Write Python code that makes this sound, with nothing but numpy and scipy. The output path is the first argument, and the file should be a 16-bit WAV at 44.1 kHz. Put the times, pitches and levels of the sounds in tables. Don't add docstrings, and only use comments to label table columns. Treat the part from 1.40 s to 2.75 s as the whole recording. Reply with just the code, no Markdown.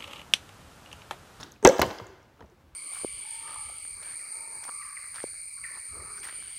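import sys
import numpy as np
from scipy import signal
from scipy.fft import rfft, irfft
from scipy.io import wavfile
from scipy.ndimage import uniform_filter1d

SR = 44100
rng = np.random.default_rng(int(sys.argv[2]) if len(sys.argv) > 2 else 0)


def master_out(mix):
    frames = np.transpose(np.atleast_2d(mix))
    ceiling = np.clip(frames, -1, 1)
    pcm = np.round(ceiling * 32767).astype(np.int16)
    wavfile.write(sys.argv[1], SR, pcm)


def volts_from_decibels(level):
    exponent = np.asarray(level, float) / 20
    return 10 ** exponent


N = 59535

# pitch_hz, density_db
TOSS_SPECTRUM = [(24, -35), (40, 5), (185, 2.5), (896, -6.5), (1520, -5), (2380, -17.5), (3740, -10.5),
                 (16000, -35.5)]
# pitch_hz, density_db
HUM_SPECTRUM = [(15, -45), (25, -11.5), (66, -3.5), (153, -16.5), (175, -19), (200, -19), (285, -20.5),
                (911, -24.5), (9000, -47), (16000, -49)]
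# start_s, peak_db,
# pitch_hz, t60_s
WALL_SNAPS = [(.004, -43.5, 9800, .003), (.009, -37.5, 5180, .006), (0.03, -31.5, 3650, .006),
              (.034, -32, 5640, .005), (0.039, -45.5, 9300, .003), (.117, -49, 11500, .003),
              (0.1202, -38.5, 6380, .003), (0.2274, -37.5, 6360, .002), (.2385, -42, 6300, .002),
              (0.2493, 1.5, 6320, 0.0015), (0.267, -23.5, 6500, .002), (0.2736, -3, 6060, .0025),
              (.290, -14, 6074, .0025), (0.298, -27.5, 5660, .003), (0.3834, -31, 5600, 0.0026),
              (0.3936, -28.5, 12400, 0.0011), (0.3996, -22.5, 6060, .0015), (.3835, -37, 12800, .001),
              (.4075, -32.5, 5600, 0.0044), (0.416, -19, 6490, 0.0026), (.4183, -13, 11850, 0.00071),
              (.464, -37, 7560, .003), (.510, -34.5, 4000, 0.004), (0.585, -36, 5010, 0.0072),
              (0.587, -38.5, 3270, 0.0051), (.668, -43, 6830, 0.0049), (.829, -56, 5730, 0.01),
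              (1.007, -57, 5394, 0.01), (1.059, -61, 5870, 0.014), (1.099, -61, 6000, 0.011),
              (.320, -32, 2930, .005), (.332, -50.5, 11600, .002), (0.367, -42, 2900, 0.003),
              (.368, -37, 5030, 0.0027), (0.383, -36, 4000, 0.0046), (.4195, -21.5, 4000, 0.0067),
              (0.4373, -36, 4000, 0.0044), (0.437, -49, 12500, .002), (.456, -35, 3100, 0.0058),
              (0.519, -56, 12500, 0.0033), (0.161, -52.5, 2540, .012), (.139, -53, 5100, .004),
              (.126, -54, 11800, .003), (0.013, -40.5, 6800, .005), (1.024, -70, 3490, 0.0039)]
# start_s, level_db, contact_s, scrape_s
SIDE_KNOCKS = [(.030, -34, 0.000019, 0.004), (.4155, -11.5, 0.00005, 0.0023),
               (.4185, -12, 0.000036, 0.0055), (.428, -21.5, 0.000061, 0.0032),
               (.441, -21.5, 0.00015, 0.0017), (.452, -30, 0.00013, 0.0018), (.459, -24, .0005, 0.0012),
               (.503, -29.5, 0.000067, 0.0033), (.599, -31, 0.00012, 0.0018),
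               (.613, -48.5, 0.00036, 0.0044), (.992, -52, .0002, 0.012), (1.006, -40.5, 0.000083, 0.0021),
               (1.012, -37, 0.00023, 0.0023), (1.023, -42.5, 0.00013, 0.0046)]
# start_s,
# level_db, contact_s, scrape_s
BASE_KNOCKS = [(0.228, -31, 0.00034, 0.015), (0.2497, 1, 0.00015, 0.0045), (.2565, -3.5, 0.00013, .004),
               (.264, -9, .0001, 0.0037), (.275, -9, .0001, 0.0016), (0.3932, -8, 0.00047, .0006),
               (.3945, -20, 0.000019, 0.0046), (.431, -15.5, 0.000354, 0.0067),
               (0.51, -28, 0.00017, 0.0044), (1.027, -40.5, 0.00054, 0.0048), (1.041, -42, 0.00071, 0.0074)]
# pitch_hz, level_db, t60_s
SIDE_RINGS = [(306.2, -3.5, 0.013), (484, -3.5, 0.021), (714, -6.5, 0.0087), (1000, -5, 0.039),
              (1260, -0.5, 0.018), (1562, -1, 0.01), (1997, -2.5, 0.0078), (2662, -7.5, 0.016),
              (3120, -11.5, 0.085), (4000, -9, 0.015), (5800, -20, 0.024), (8040, -15.5, .01),
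              (11800, -18.5, .008)]
# pitch_hz, level_db, t60_s
BASE_RINGS = [(233, -14.5, .07), (276.5, -5, 0.019), (356.7, -8.5, .035), (628, -2, 0.047), (672, -5, 0.05),
              (781.3, 0.5, .035), (990, -3.5, 0.038), (1103, -1, .03), (1320, -3.5, 0.027),
              (1673, -9, 0.093), (2030, -2.5, .025), (2300, -9.5, .02), (2726, -9, 0.032), (3700, -9, .025)]
# start_s, pitch_hz, level_db
AIR_POCKET = [
    (0.227, 419.8, -48.5),
    (0.25, 424.6, -18),
    (0.25, 321, -6.5),
    (0.262, 398.7, -11),
    (0.271, 448.7, -22.5),
    (0.2759, 489.5, -6),
    (0.293, 525.4, -20),
    (0.295, 526, -8.5),
    (0.314, 577, -37.5),
]
# start_s,
# level_db, pitch_hz, t60_s
WALL_PANELS = [(.229, -41.5, 1600, 0.017), (.237, -33.5, 890, 0.018), (.2497, -13, 1373, 0.026),
               (.2497, -22, 2600, 0.077), (.2505, -25.5, 4416, 0.023), (.252, -14, 1980, 0.036),
               (.2565, -8, 924, 0.034), (.2605, -24, 3700, 0.018), (.263, -18.5, 1632, .05),
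               (.270, -24, 2619, 0.021), (.284, -23, 1519, 0.023), (.310, -23, 857, 0.023),
               (.397, -19.5, 926, 0.024), (.4155, -13, 1238, 0.014), (.416, -19, 2084, 0.011),
               (.4175, -20.5, 3014, .015), (.420, -19, 1489, 0.023), (.4215, -16.5, 702, 0.014),
               (.427, -19.5, 1044, 0.06), (.4295, -16.5, 497, .025), (.449, -24.5, 521, 0.034),
               (.512, -35.5, 787, 0.028), (.599, -31, 1000, 0.024), (1.006, -52, 1400, 0.017),
               (1.011, -42, 918, 0.028), (1.024, -51.5, 1799, .015), (1.026, -46.5, 1201, 0.014),
               (.994, -53, 1351, .025), (.997, -52, 750, .015), (.2555, -17.5, 2102, .025),
               (0.2539, -19.5, 3290, .02), (.258, -17.5, 1353, 0.033), (.279, -30.5, 3501, .03),
               (.291, -30.5, 4294, .02), (.296, -30, 2180, .03), (0.39, -28, 1685, .012),
               (0.4171, -25, 4282, .012), (.433, -30.5, 2230, .02), (.229, -36.5, 495, 0.036),
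               (.295, -27.5, 200.1, .08), (.400, -32, 125, .06)]
# start_s, level_db, pitch_hz, t60_s
TABLE_THUMPS = [(0.249, -17.5, 57.6, 0.088), (.398, -27, 72.25, 0.1), (0.447, -34.5, 124, 0.075),
                (.474, -31.5, 104.4, 0.06), (.525, -55, 57, 0.4), (0.616, -40, 105.7, 0.11),
                (.611, -44, 185, 0.045), (0.687, -46, 69.4, 0.077), (1.027, -41.5, 68.9, 0.16),
                (1.032, -56, 125, 0.09), (1.234, -52.5, 78, 0.35), (0.66, -46.5, 366, 0.23),
                (0.70, -44, 379, 0.092), (0.731, -54.5, 360, 0.12), (0.769, -56, 385, 0.1),
                (1.12, -54.5, 357.7, 0.13), (1.33, -46.5, 61, 0.22)]
# pitch_hz, t60_s, level_db
ROOM_BANDS = [(88.14, 0.44, -42), (190, 0.6, -36.5), (374.6, 0.76, -19.5), (727, 0.73, -17.5),
              (1320, 0.97, -18.5), (2593, 1, -23.5), (3900, 0.76, -22), (5600, 0.89, -21),
              (7810, .65, -18.5), (10500, 0.6, -10), (14500, 0.8, -15)]


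def band(x, hz, octaves):
    edges = hz * 2 ** (np.array([-.5, .5]) * octaves)
    sos = signal.butter(2, np.minimum(edges, .45 * SR), "band", fs=SR, output="sos")
    return signal.sosfilt(sos, x)


def add(out, start_s, x):
    i = max(int(start_s * SR), 0)
    out[i:i + len(x)] += x[:len(out) - i]


def at_peak(x, db):
    return volts_from_decibels(db) * x / np.abs(x).max()


def ring(hz, t60_s, rise_s):
    t = np.arange(int(1.5 * t60_s * SR) + 8) / SR
    return np.sin(2 * np.pi * hz * t) * volts_from_decibels(-60 * t / t60_s) * (1 - np.exp(-t / rise_s))


def colour(spectrum):
    points = np.array(spectrum)
    f = np.arange(N // 2 + 1) * SR / N + 1
    gain = volts_from_decibels(np.interp(np.log(f), np.log(points[:, 0]), points[:, 1]))
    x = irfft(rfft(rng.standard_normal(N)) * gain, N)
    return x / x.std()


def background():
    t = np.arange(N) / SR
    toss_db, toss_t60_s = -42.5, .55
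    hum_db, flicker_db = -57.5, 0.53
    flicker = uniform_filter1d(rng.standard_normal(N), 2000) * np.sqrt(2000)
    rustle = volts_from_decibels(toss_db - 60 * t / toss_t60_s) * colour(TOSS_SPECTRUM)
    hum = volts_from_decibels(hum_db + flicker_db * flicker) * colour(HUM_SPECTRUM)
    return rustle + hum


def snaps():
    rise_s, edge_s, edge_db = 0.00069, 0.00041, -25
    out, t = np.zeros(N), np.arange(128) / SR
    edge_shape = np.exp(-t / edge_s) * t / edge_s
    for start_s, db, hz, t60_s in WALL_SNAPS:
        partner_hz = min(1.17 * hz, 16000)
        tone = ring(hz, t60_s, rise_s) + 0.32 * ring(partner_hz, t60_s, rise_s)
        tone = band(tone, 1.25 * hz, 1.0)
        edge = band(rng.standard_normal(128) * edge_shape, min(1.55 * hz, 13000), 1.2)
        add(out, start_s, at_peak(tone, db))
        add(out, start_s, volts_from_decibels(db + edge_db) * edge * 5)
    return out


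def struck_body(modes):
    body = np.zeros(SR // 4)
    shifts = rng.standard_normal((len(modes), 2))
    for k, ((hz, db, t60_s), (detune, lift)) in enumerate(zip(modes, shifts)):
        sign = (-1) ** (k // 3)
        tone = ring(hz * (1 + 0.026 * detune), t60_s, .0001)
        add(body, 0, sign * volts_from_decibels(db + 0.79 * lift) * tone)
    return body


def knocks(hits, modes):
    crunch_db, crunch_hz, hiss_db = -9.5, 1900, -16
    rings, crunch, t = np.zeros(N), np.zeros(N), np.arange(2000) / SR
    for start_s, db, contact_s, scrape_s in hits:
        body = struck_body(modes)
        fade = np.exp(-t / scrape_s)
        push = rng.standard_normal(2000) * fade / np.sqrt(scrape_s * SR)
        push[0] += .5
        soft = np.exp(-t / contact_s) * t / contact_s
        force = signal.fftconvolve(push, soft / soft.sum())
        add(rings, start_s, at_peak(signal.fftconvolve(force, body), db))
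        hardness = .0001 / contact_s
        hiss = rng.standard_normal(2000)
        grit = 2 * band(hiss, crunch_hz * hardness ** 0.22, 2.23) + volts_from_decibels(hiss_db) * hiss
        add(crunch, start_s, volts_from_decibels(db + crunch_db) * min(1, hardness) * grit * fade)
    return np.array([rings, crunch])


def glug():
    t = np.arange(N) / SR
    start_s, pitch_hz, level_db = np.array(AIR_POCKET).T
    phase = 2 * np.pi * np.cumsum(np.interp(t, start_s, pitch_hz)) / SR
    return np.sqrt(2) * volts_from_decibels(np.interp(t, start_s, level_db, -200, -200)) * np.sin(phase)


def whine():
    pitch_hz, end_db, rise_db_per_s, end_s = 8120, -38, 1204, .2492
    t = np.arange(N) / SR - end_s
    sounding = (t < 0) * (t > -.021)
    return sounding * volts_from_decibels(end_db + rise_db_per_s * np.minimum(t, 0)) * np.sin(2 * np.pi * pitch_hz * t)


def ring_events(events, rise_s):
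    out = np.zeros(N)
    for start_s, db, hz, t60_s in events:
        add(out, start_s, at_peak(ring(hz, t60_s, rise_s), db))
    return out


def panels():
    return ring_events(WALL_PANELS, rise_s=0.00023)


def thumps():
    return ring_events(TABLE_THUMPS, rise_s=0.002)


def trickle():
    level_db, t60_s, bubbles_per_s = -31.5, 0.35, 1800
    low_hz, high_hz = 278, 4700
    landing_s = BASE_KNOCKS[1][0]
    out = np.zeros(N)
    for when, size, luck in rng.random((500, 3)):
        after_s = when * 500 / bubbles_per_s
        hz = low_hz * (high_hz / low_hz) ** size
        db = level_db - 60 * after_s / t60_s - 4 * np.log(1 - luck) - 14 * size
        add(out, landing_s + after_s, volts_from_decibels(db) * ring(hz, 9 / hz, .4 / hz))
    return out


def room(x):
    t, tail = np.arange(SR) / SR, np.zeros(SR)
    for hz, t60_s, db in ROOM_BANDS:
        noise = band(rng.standard_normal(SR), hz, 0.9)
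        tail += noise * volts_from_decibels(db - 60 * t / t60_s) / np.sqrt(t60_s * hz)
    tail *= 1 - np.exp(-t / .004)
    return np.sqrt(10) * signal.fftconvolve(x, tail)[:N]


def scene():
    pops, air, water = snaps(), glug(), trickle()
    rings, crunch = knocks(BASE_KNOCKS, BASE_RINGS) + knocks(SIDE_KNOCKS, SIDE_RINGS)
    rings = rings + panels()
    sent = crunch + water + volts_from_decibels(-11.5) * rings + volts_from_decibels(-16) * air + volts_from_decibels(-11.5) * pops
    near = pops + air + water + rings + crunch + thumps() + whine()
    return (near + room(sent) + background())[None]


def roll_off(x):
    return signal.sosfilt(signal.butter(12, 16430, fs=SR, output="sos"), x)


def record(dry):
    low_hz, top_hz, clip_at = 70, 15750, 1.05
    x = signal.sosfilt(signal.butter(2, low_hz, "high", fs=SR, output="sos"), dry)
    x = signal.sosfilt(signal.ellip(8, .2, 60, top_hz, fs=SR, output="sos"), x)
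    return roll_off(clip_at * np.tanh(x / clip_at))


dry = scene()
out = record(dry)
master_out(out)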